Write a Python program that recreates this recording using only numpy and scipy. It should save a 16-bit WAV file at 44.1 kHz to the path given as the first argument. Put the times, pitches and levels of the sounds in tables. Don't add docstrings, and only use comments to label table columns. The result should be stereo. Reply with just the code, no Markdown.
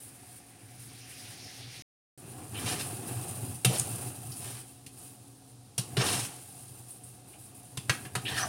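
import sys
import numpy as np
from scipy import signal
from scipy.fft import rfft, irfft, next_fast_len
from scipy.io import wavfile
from scipy.ndimage import uniform_filter1d

SR = 44100
rng = np.random.default_rng(int(sys.argv[2]) if len(sys.argv) > 2 else 0)


def store_wav(level_fs):
    pcm = np.round(np.clip(np.atleast_2d(level_fs), -1, 1) * 32767)
    wavfile.write(sys.argv[1], SR, pcm.T.astype(np.int16))


N = 373968


def from_db(db):
    return 10 ** (np.asarray(db) / 20)


def rms_one(x):
    return x / np.sqrt(np.mean(x ** 2) + 1e-20)


def at_hz(points, hz, column=1):
    table = np.array(points)
    return np.interp(np.log(hz + 1e-3), np.log(table[:, 0]), table[:, column])


def convolve(x, response):
    return signal.oaconvolve(np.atleast_2d(x), np.atleast_2d(response), axes=-1)[:, :N]


def colour(x, points, column=1, size=8192):
    gains = from_db(at_hz(points, np.fft.rfftfreq(size, 1 / SR), column))
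    cepstrum = irfft(np.log(gains))
    cepstrum[1:size // 2] *= 2
    cepstrum[size // 2 + 1:] = 0
    return convolve(x, irfft(np.exp(rfft(cepstrum))))


def band(x, edges_hz):
    return signal.sosfilt(signal.butter(2, edges_hz, "band", fs=SR, output="sos"), x + 1e-18)


def resonance(x, hz, width_hz):
    r = np.exp(-np.pi * width_hz / SR)
    feedback = [1, -2 * r * np.cos(2 * np.pi * hz / SR), r * r]
    return signal.lfilter(np.array([1, 0, -1]) * (1 - r * r) / 2, feedback, x + 1e-18)


def drift(per_s):
    steps = rng.standard_normal(4096)
    return np.interp(np.arange(N) / SR * per_s, np.arange(len(steps)), steps)


def grains(per_s, spread_db, size=N):
    heights = from_db(spread_db * np.minimum(rng.exponential(1, size), 4))
    return rms_one(heights * rng.choice([-1, 1], size) * (rng.random(size) < per_s / SR))


def arch(start_s, length_s, power):
    at = np.arange(int(start_s * SR), min(int((start_s + length_s) * SR), N))
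    return at, np.sin(np.pi * (at - at[0]) / (length_s * SR)) ** power


# f/Hz, likeness (1 = the same)
LIKENESS = [(130, 0.99), (290, 0.81), (640, 0.4), (1400, 0), (3000, 0)]
def stereo_noise(size):
    padded = next_fast_len(size, True)
    mid, side = rfft(rng.standard_normal((2, padded)))
    alike = at_hz(LIKENESS, np.fft.rfftfreq(padded, 1 / SR))
    spectrum = np.sqrt(1 + alike) * mid + np.sqrt(1 - alike) * side * [[1], [-1]]
    return rms_one(irfft(spectrum, padded)[:, :size])


def kitchen(x, near_db, near_t60, far_db, far_t60, size=22050):
    t = np.arange(size) / SR
    response = np.zeros((2, size))
    for db, t60 in ((near_db, near_t60), (far_db, far_t60)):
        echoes = stereo_noise(size) * from_db(-60 * t / t60)
        response += from_db(db) * rms_one(echoes) / np.sqrt(size)
    response[:, 0] += 1
    return convolve(x, rms_one(response) / np.sqrt(size))


def all_over_pan(x, near_db, far_db, far_t60, spots=4):
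    spot = rng.integers(0, spots, N // 128 + 2)
    shares = [np.interp(np.arange(N) / 128, np.arange(len(spot)), spot == k) for k in range(spots)]
    return sum(kitchen(x * np.sqrt(share), near_db, 0.075, far_db, far_t60) for share in shares)


# f/Hz, width/Hz, level/dB
STOVE_TONES = [(121.3, 3.3, -58.5), (212.4, 18, -68.5), (270.2, 7, -65.5), (728, 21, -64)]
def stove_hum():
    noise = stereo_noise(N)
    return sum(from_db(db) * rms_one(resonance(noise, hz, width)) for hz, width, db in STOVE_TONES)


# f/Hz, level/dB
AIR_COLOUR = [(25, -43), (60, -3.5), (110, -6.5), (300, -13.5), (550, -8), (900, -18.5), (1900, -24.5),
              (4000, -16), (16000, -18.5)]
def room_air():
    return from_db(-57.5) * rms_one(colour(stereo_noise(N), AIR_COLOUR))


# t/s, slop level/dB, crackle level/dB
SIMMER = [(0, -59, -57.5), (1.05, -62, -56), (1.3, -53.5, -51), (1.5, -56.5, -57), (5.4, -65.5, -64),
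          (8.48, -55, -55)]
def simmer_power():
    t = np.arange(N) / SR
    times, slop_db, crackle_db = np.transpose(SIMMER)
    slop = from_db(np.interp(t, times, slop_db))
    crackle = from_db(np.interp(t, times, crackle_db) + 2.5 * drift(per_s=22))
    return slop ** 2, crackle ** 2


# f/Hz, width/Hz, level/dB
PAN_NOTES = [(730, 28.7, 12), (1256, 16, 1), (1410, 15, -5), (1630, 33, 1), (2710, 325, 3), (3130, 30, 3.5),
             (5010, 79, -7.5)]
def pan_ring(force, ring_db):
    return force + sum(from_db(db + ring_db) * resonance(force, hz, width) for hz, width, db in PAN_NOTES)


# f/Hz, level/dB
RUMBLE_COLOUR = [(25, -45), (72, -19.5), (97, -2), (125, 3), (165, -23), (260, -18), (600, -59.5)]
SLOP_COLOUR = [(60, -17.5), (170, 1.5), (280, -1), (480, -4), (750, -7.5), (1200, -14), (5000, -26)]
def sauce_slop(strength):
    heaves = from_db(3.7 * drift(per_s=22))
    rumble = from_db(2) * rms_one(colour(grains(400, 3.2) * heaves, RUMBLE_COLOUR))
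    plops = pan_ring(grains(700, 3.7), ring_db=2)
    plops = all_over_pan(plops, near_db=7, far_db=6.5, far_t60=0.29)
    return (rumble + rms_one(colour(plops, SLOP_COLOUR))) * strength


# t/s, length/s, level/dB
SPURTS = [(0.0, 0.092, -44), (0.355, 0.02, -44.5), (0.79, 0.075, -48), (0.972, 0.019, -50),
          (1.086, 0.032, -44.5), (1.17, 0.068, -47), (1.538, 0.06, -49), (4.97, 0.14, -53),
          (6.878, 0.1, -46), (7.028, 0.084, -48.5), (7.275, 0.057, -49.5), (7.384, 0.079, -48.5),
          (7.544, 0.054, -47)]
# f/Hz, level/dB
FIZZ_COLOUR = [(6000, -5), (8000, -3), (16000, -2)]
def steam_spurts(attack_s=0.0021, sag_db_per_s=54, t60=0.071):
    flow, t = np.zeros(N + SR), np.arange(SR // 2) / SR
    for start_s, length_s, db in SPURTS:
        fall_db = sag_db_per_s * t + 60 * np.maximum(t - length_s, 0) / t60
        at = int(start_s * SR)
        flow[at:at + len(t)] += (1 - np.exp(-t / attack_s)) * from_db(db - fall_db)
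    return colour(grains(3910, 3.2), FIZZ_COLOUR) * flow[:N]


# f/Hz, level/dB
CRACKLE_COLOUR = [(500, -32.5), (1300, -18), (2000, -19), (6500, -9.5), (9000, -1), (16000, 3)]
def noodle_crackle(strength):
    clumps = from_db(2 * drift(per_s=45))
    films = grains(2200, 2.1) * clumps * strength
    bursts = all_over_pan(films + steam_spurts(), near_db=5, far_db=0, far_t60=0.3)
    return from_db(7) * pan_ring(colour(bursts, CRACKLE_COLOUR), ring_db=0)


PAUSE_START_S, PAUSE_END_S = 1.822, 2.176
# f/Hz, level/dB
HISS_COLOUR = [(300, -11), (1100, -21), (2100, 3), (5500, 6.5), (7000, -0.5), (9000, -24), (16000, -4)]
def soft_hiss(swell_start_s=0.68, swell_s=0.57):
    t = np.arange(N) / SR
    level = np.interp(t - swell_start_s, [0, swell_s], from_db([-62, -49.5])) * (t < PAUSE_START_S)
    swell = np.sqrt(level / level.max())
    dull = from_db(-60.5) * swell * rms_one(band(stereo_noise(N), (1450, 2500)))
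    bright = level * swell * rms_one(colour(stereo_noise(N), HISS_COLOUR))
    return (flutter(dull + bright) + hiss_surges()) * from_db([[-6], [5]])


def flutter(x, depth_db=2.2):
    edges_hz = np.geomspace(1500, 7000, 5)
    spectrum = rfft(x, next_fast_len(N, True))
    which = np.searchsorted(edges_hz, np.linspace(0, SR / 2, spectrum.shape[-1]))
    bands = (irfft(spectrum * (which == k))[:, :N] for k in range(6))
    return sum(part * from_db(depth_db * drift(per_s=30)) for part in bands)


# t/s, length/s, f/Hz, level/dB
HISS_SURGES = [(1.383, 0.14, 5300, -51.5), (1.686, 0.13, 2350, -54)]
def hiss_surges(width_hz=1500):
    out = np.zeros((2, N))
    for start_s, length_s, hz, db in HISS_SURGES:
        at, swell = arch(start_s, length_s, power=0.94)
        noise = resonance(stereo_noise(len(at)), hz, width_hz)
        out[:, at] += from_db(db) * swell * rms_one(resonance(noise, hz, width_hz))
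    return out


# t/s, build-up/s, drag/s, slop level/dB, crackle level/dB
TURNS = [(2.15, 0.15, 0.33, -48, -50.5), (2.48, 0.11, 0.88, -42.5, -42), (3.64, 0.094, 0.31, -43, -39.5),
         (4.1, 0.18, 0.21, -49.5, -43), (4.902, 0.087, 0.065, -56.5, -50.5),
         (5.78, 0.28, 0.063, -39.5, -44), (6.2, 0.046, 0.54, -58, -50.5), (7.879, 0.014, 0.047, -44, -46),
         (8.18, 0.081, 0.25, -45, -45.5)]
def turning_power(sag_db_per_s=1.5, settle_t60=1):
    t = np.arange(N) / SR
    *timing, slop_db, crackle_db = np.transpose(TURNS)
    start, build, drag = np.array(timing)[:, :, None]
    dragged = np.maximum(t - start - build, 0)
    fall_db = sag_db_per_s * dragged + 60 * np.maximum(dragged - drag, 0) / settle_t60
    motion = np.clip((t - start) / build, 0, 1) * from_db(-fall_db)
    return from_db(slop_db) ** 2 @ motion ** 2, from_db(crackle_db) ** 2 @ motion ** 2


def gliding_ring(hz, width_hz):
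    tone = np.exp(2j * np.pi * np.cumsum(hz) / SR)
    slips = grains(5000, 3.8, size=len(hz))
    lowpass = signal.butter(2, width_hz / 2, fs=SR, output="sos")
    ringing = signal.sosfilt(lowpass, slips / tone + 1e-18)
    level = np.sqrt(np.abs(uniform_filter1d(np.abs(ringing) ** 2, 1024)) + 1e-20)
    return rms_one((ringing / level * tone).real)


def glides(rows):
    out = np.zeros(N)
    for start_s, length_s, from_hz, to_hz, width_hz, db in rows:
        at, pressure = arch(start_s, length_s, power=0.1)
        hz = np.interp(np.arange(SR // 2) / SR, [0, length_s], [from_hz, to_hz])
        out[at] += from_db(db) * pressure * gliding_ring(hz, width_hz)[:len(at)]
    return out


# t/s, length/s, first f/Hz, last f/Hz, width/Hz, level/dB
SQUEAKS = [(2.544, 0.049, 2740, 2850, 1730, -41.5), (8.252, 0.04, 2660, 3360, 1300, -35),
           (8.256, 0.18, 1820, 1770, 200, -44), (8.30, 0.16, 2980, 5800, 1800, -45),
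           (8.368, 0.077, 1660, 1300, 503, -34.5), (8.388, 0.16, 747, 730, 45, -42),
           (8.40, 0.039, 6000, 5970, 220, -36)]
# lowest f/Hz, highest f/Hz
SPOON_BANDS = [(250, 1900), (2100, 6500), (6500, 15500)]
# t/s, length/s, body level/dB, rasp level/dB, edge level/dB
SCRAPES = [(2.587, 0.29, -45, -47, -47), (2.648, 0.1, -47, -37.5, -37.5), (2.788, 0.029, -52, -41, -35.5),
           (3.68, 0.15, -46, -41.5, -36), (4.408, 0.22, -53.5, -51, -48.5), (5.968, 0.071, -38, -40.5, -61),
           (5.989, 0.28, -38.5, -36, -32), (8.27, 0.2, -43.5, -44, -48), (8.36, 0.07, -68, -39.5, -39)]
def spoon_scrapes():
    trends_db_per_s = (-38, -28, 11)
    force = np.zeros(N)
    slips = [rms_one(band(grains(5000, 4.6), edges)) for edges in SPOON_BANDS]
    grip = from_db(1.64 * drift(per_s=130))
    for start_s, length_s, *levels_db in SCRAPES:
        at, pressure = arch(start_s, length_s, power=0.35)
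        from_middle_s = at / SR - start_s - length_s / 2
        for db, trend, slip in zip(levels_db, trends_db_per_s, slips):
            force[at] += pressure * from_db(db + trend * from_middle_s) * slip[at]
    scraping = pan_ring((force + glides(SQUEAKS)) * grip, ring_db=-7)
    return all_over_pan(scraping, near_db=6.5, far_db=-0.5, far_t60=0.72)


# t/s, f/Hz, level/dB
TICKS_AND_POPS = [(3.285, 9900, -44), (3.783, 9600, -27), (4.32, 5270, -40), (4.371, 9700, -38),
                  (6.905, 9500, -40), (7.035, 9400, -41.5), (7.332, 2730, -50)]
# t/s, length/s, first f/Hz, last f/Hz, width/Hz, level/dB
SQUELCHES = [(3.696, 0.07, 480, 720, 500, -35.5), (5.995, 0.07, 420, 750, 500, -38)]
def ticks_pops_and_squelches(ring_t60=0.07, size=4096):
    out, t = glides(SQUELCHES), np.arange(size) / SR
    for start_s, hz, db in TICKS_AND_POPS:
        at = int(start_s * SR)
        ring = gliding_ring(np.full(size, hz), width_hz=hz / 4)
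        out[at:at + size] += ring * from_db(db - 60 * t / ring_t60)
    return kitchen(out, near_db=-11, near_t60=0.027, far_db=1, far_t60=0.16)


# t/s, chatter t60/s, thump rise/s, thump level/dB,
# body f/Hz, body level/dB, rasp f/Hz, rasp level/dB, edge level/dB
KNOCKS = [(3.647, 0.056, 0.028, -20, 446, -23.5, 2750, -18, -14.5),
          (3.797, 0.0077, 0.015, -34, 750, -40, 5000, -24, -5),
          (4.863, 0.064, 0.0091, -45, 2460, -51.5, 3980, -48, -38),
          (5.779, 0.063, 0.016, -28.5, 610, -35, 4300, -26.5, -21.5),
          (5.968, 0.073, 0.022, -21.5, 350, -28, 3500, -25, -33),
          (7.772, 0.039, 0.011, -31.5, 790, -39, 2950, -31, -27),
          (7.895, 0.044, 0.0077, -23, 1550, -16, 3400, -20.5, -24),
          (8.051, 0.065, 0.012, -37, 1630, -39, 3000, -49, -56),
          (8.152, 0.053, 0.021, -32, 1090, -25, 3730, -29, -25)]
def spoon_knocks(thump_hz=126.2, upper_hz=184.6, size=11025):
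    out, t = np.zeros((2, N + SR)), np.arange(size) / SR
    swing = np.sin(2 * np.pi * thump_hz * t) + from_db(-9.5) * np.sin(2 * np.pi * upper_hz * t)
    for start_s, t60, rise_s, thump_db, body_hz, body_db, rasp_hz, rasp_db, edge_db in KNOCKS:
        body, base, rasp, edge = (stereo_noise(size) for _ in range(4))
        force = from_db(body_db) * rms_one(resonance(body, body_hz, width_hz=740))
        force += from_db(body_db - 7.5) * rms_one(resonance(base, hz=322, width_hz=210))
        force += from_db(rasp_db) * rms_one(resonance(band(rasp, SPOON_BANDS[1]), rasp_hz, width_hz=3200))
        force += from_db(edge_db) * rms_one(band(edge, SPOON_BANDS[2]))
        chatter = (1 - np.exp(-t / 0.001)) * from_db(2.5 - 60 * t / t60)
        clank = pan_ring(force * chatter, ring_db=-3)
        clank = kitchen(clank, near_db=-5, near_t60=0.035, far_db=-4.5, far_t60=0.27)
        rocking = (t / rise_s * np.exp(1 - t / rise_s)) ** 2.1
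        clank[:, :size] -= from_db(thump_db) * swing * rocking
        at = int(start_s * SR)
        out[:, at:at + clank.shape[1]] += clank
    return out[:, :N]


def scene():
    slopping, crackling = np.sqrt(np.add(simmer_power(), turning_power()))
    pasta = sauce_slop(slopping) + noodle_crackle(crackling)
    pan = pasta + ticks_pops_and_squelches() + spoon_knocks() + spoon_scrapes()
    return pan + stove_hum() + room_air() + soft_hiss()


# f/Hz, left level/dB, right level/dB
MIC_COLOUR = [(59, -1.5, -0.5), (422, 3, 1), (587, -3.5, -5), (1110, 2.5, 0), (1395, -0.5, 1),
              (6970, 0, -0.5), (8540, 6.5, -9), (9500, 8.5, -10.5), (11450, -3, -19), (15800, -12, -16.5)]
def record(dry, cutoff_hz=15850):
    heard = np.vstack([colour(dry[0], MIC_COLOUR, column=1), colour(dry[1], MIC_COLOUR, column=2)])
    t = np.arange(N) / SR
    heard *= (t < PAUSE_START_S) | (t > PAUSE_END_S)
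    return signal.sosfilt(signal.ellip(12, 0.1, 90, cutoff_hz, fs=SR, output="sos"), heard)


dry = scene()
out = record(dry)
store_wav(out)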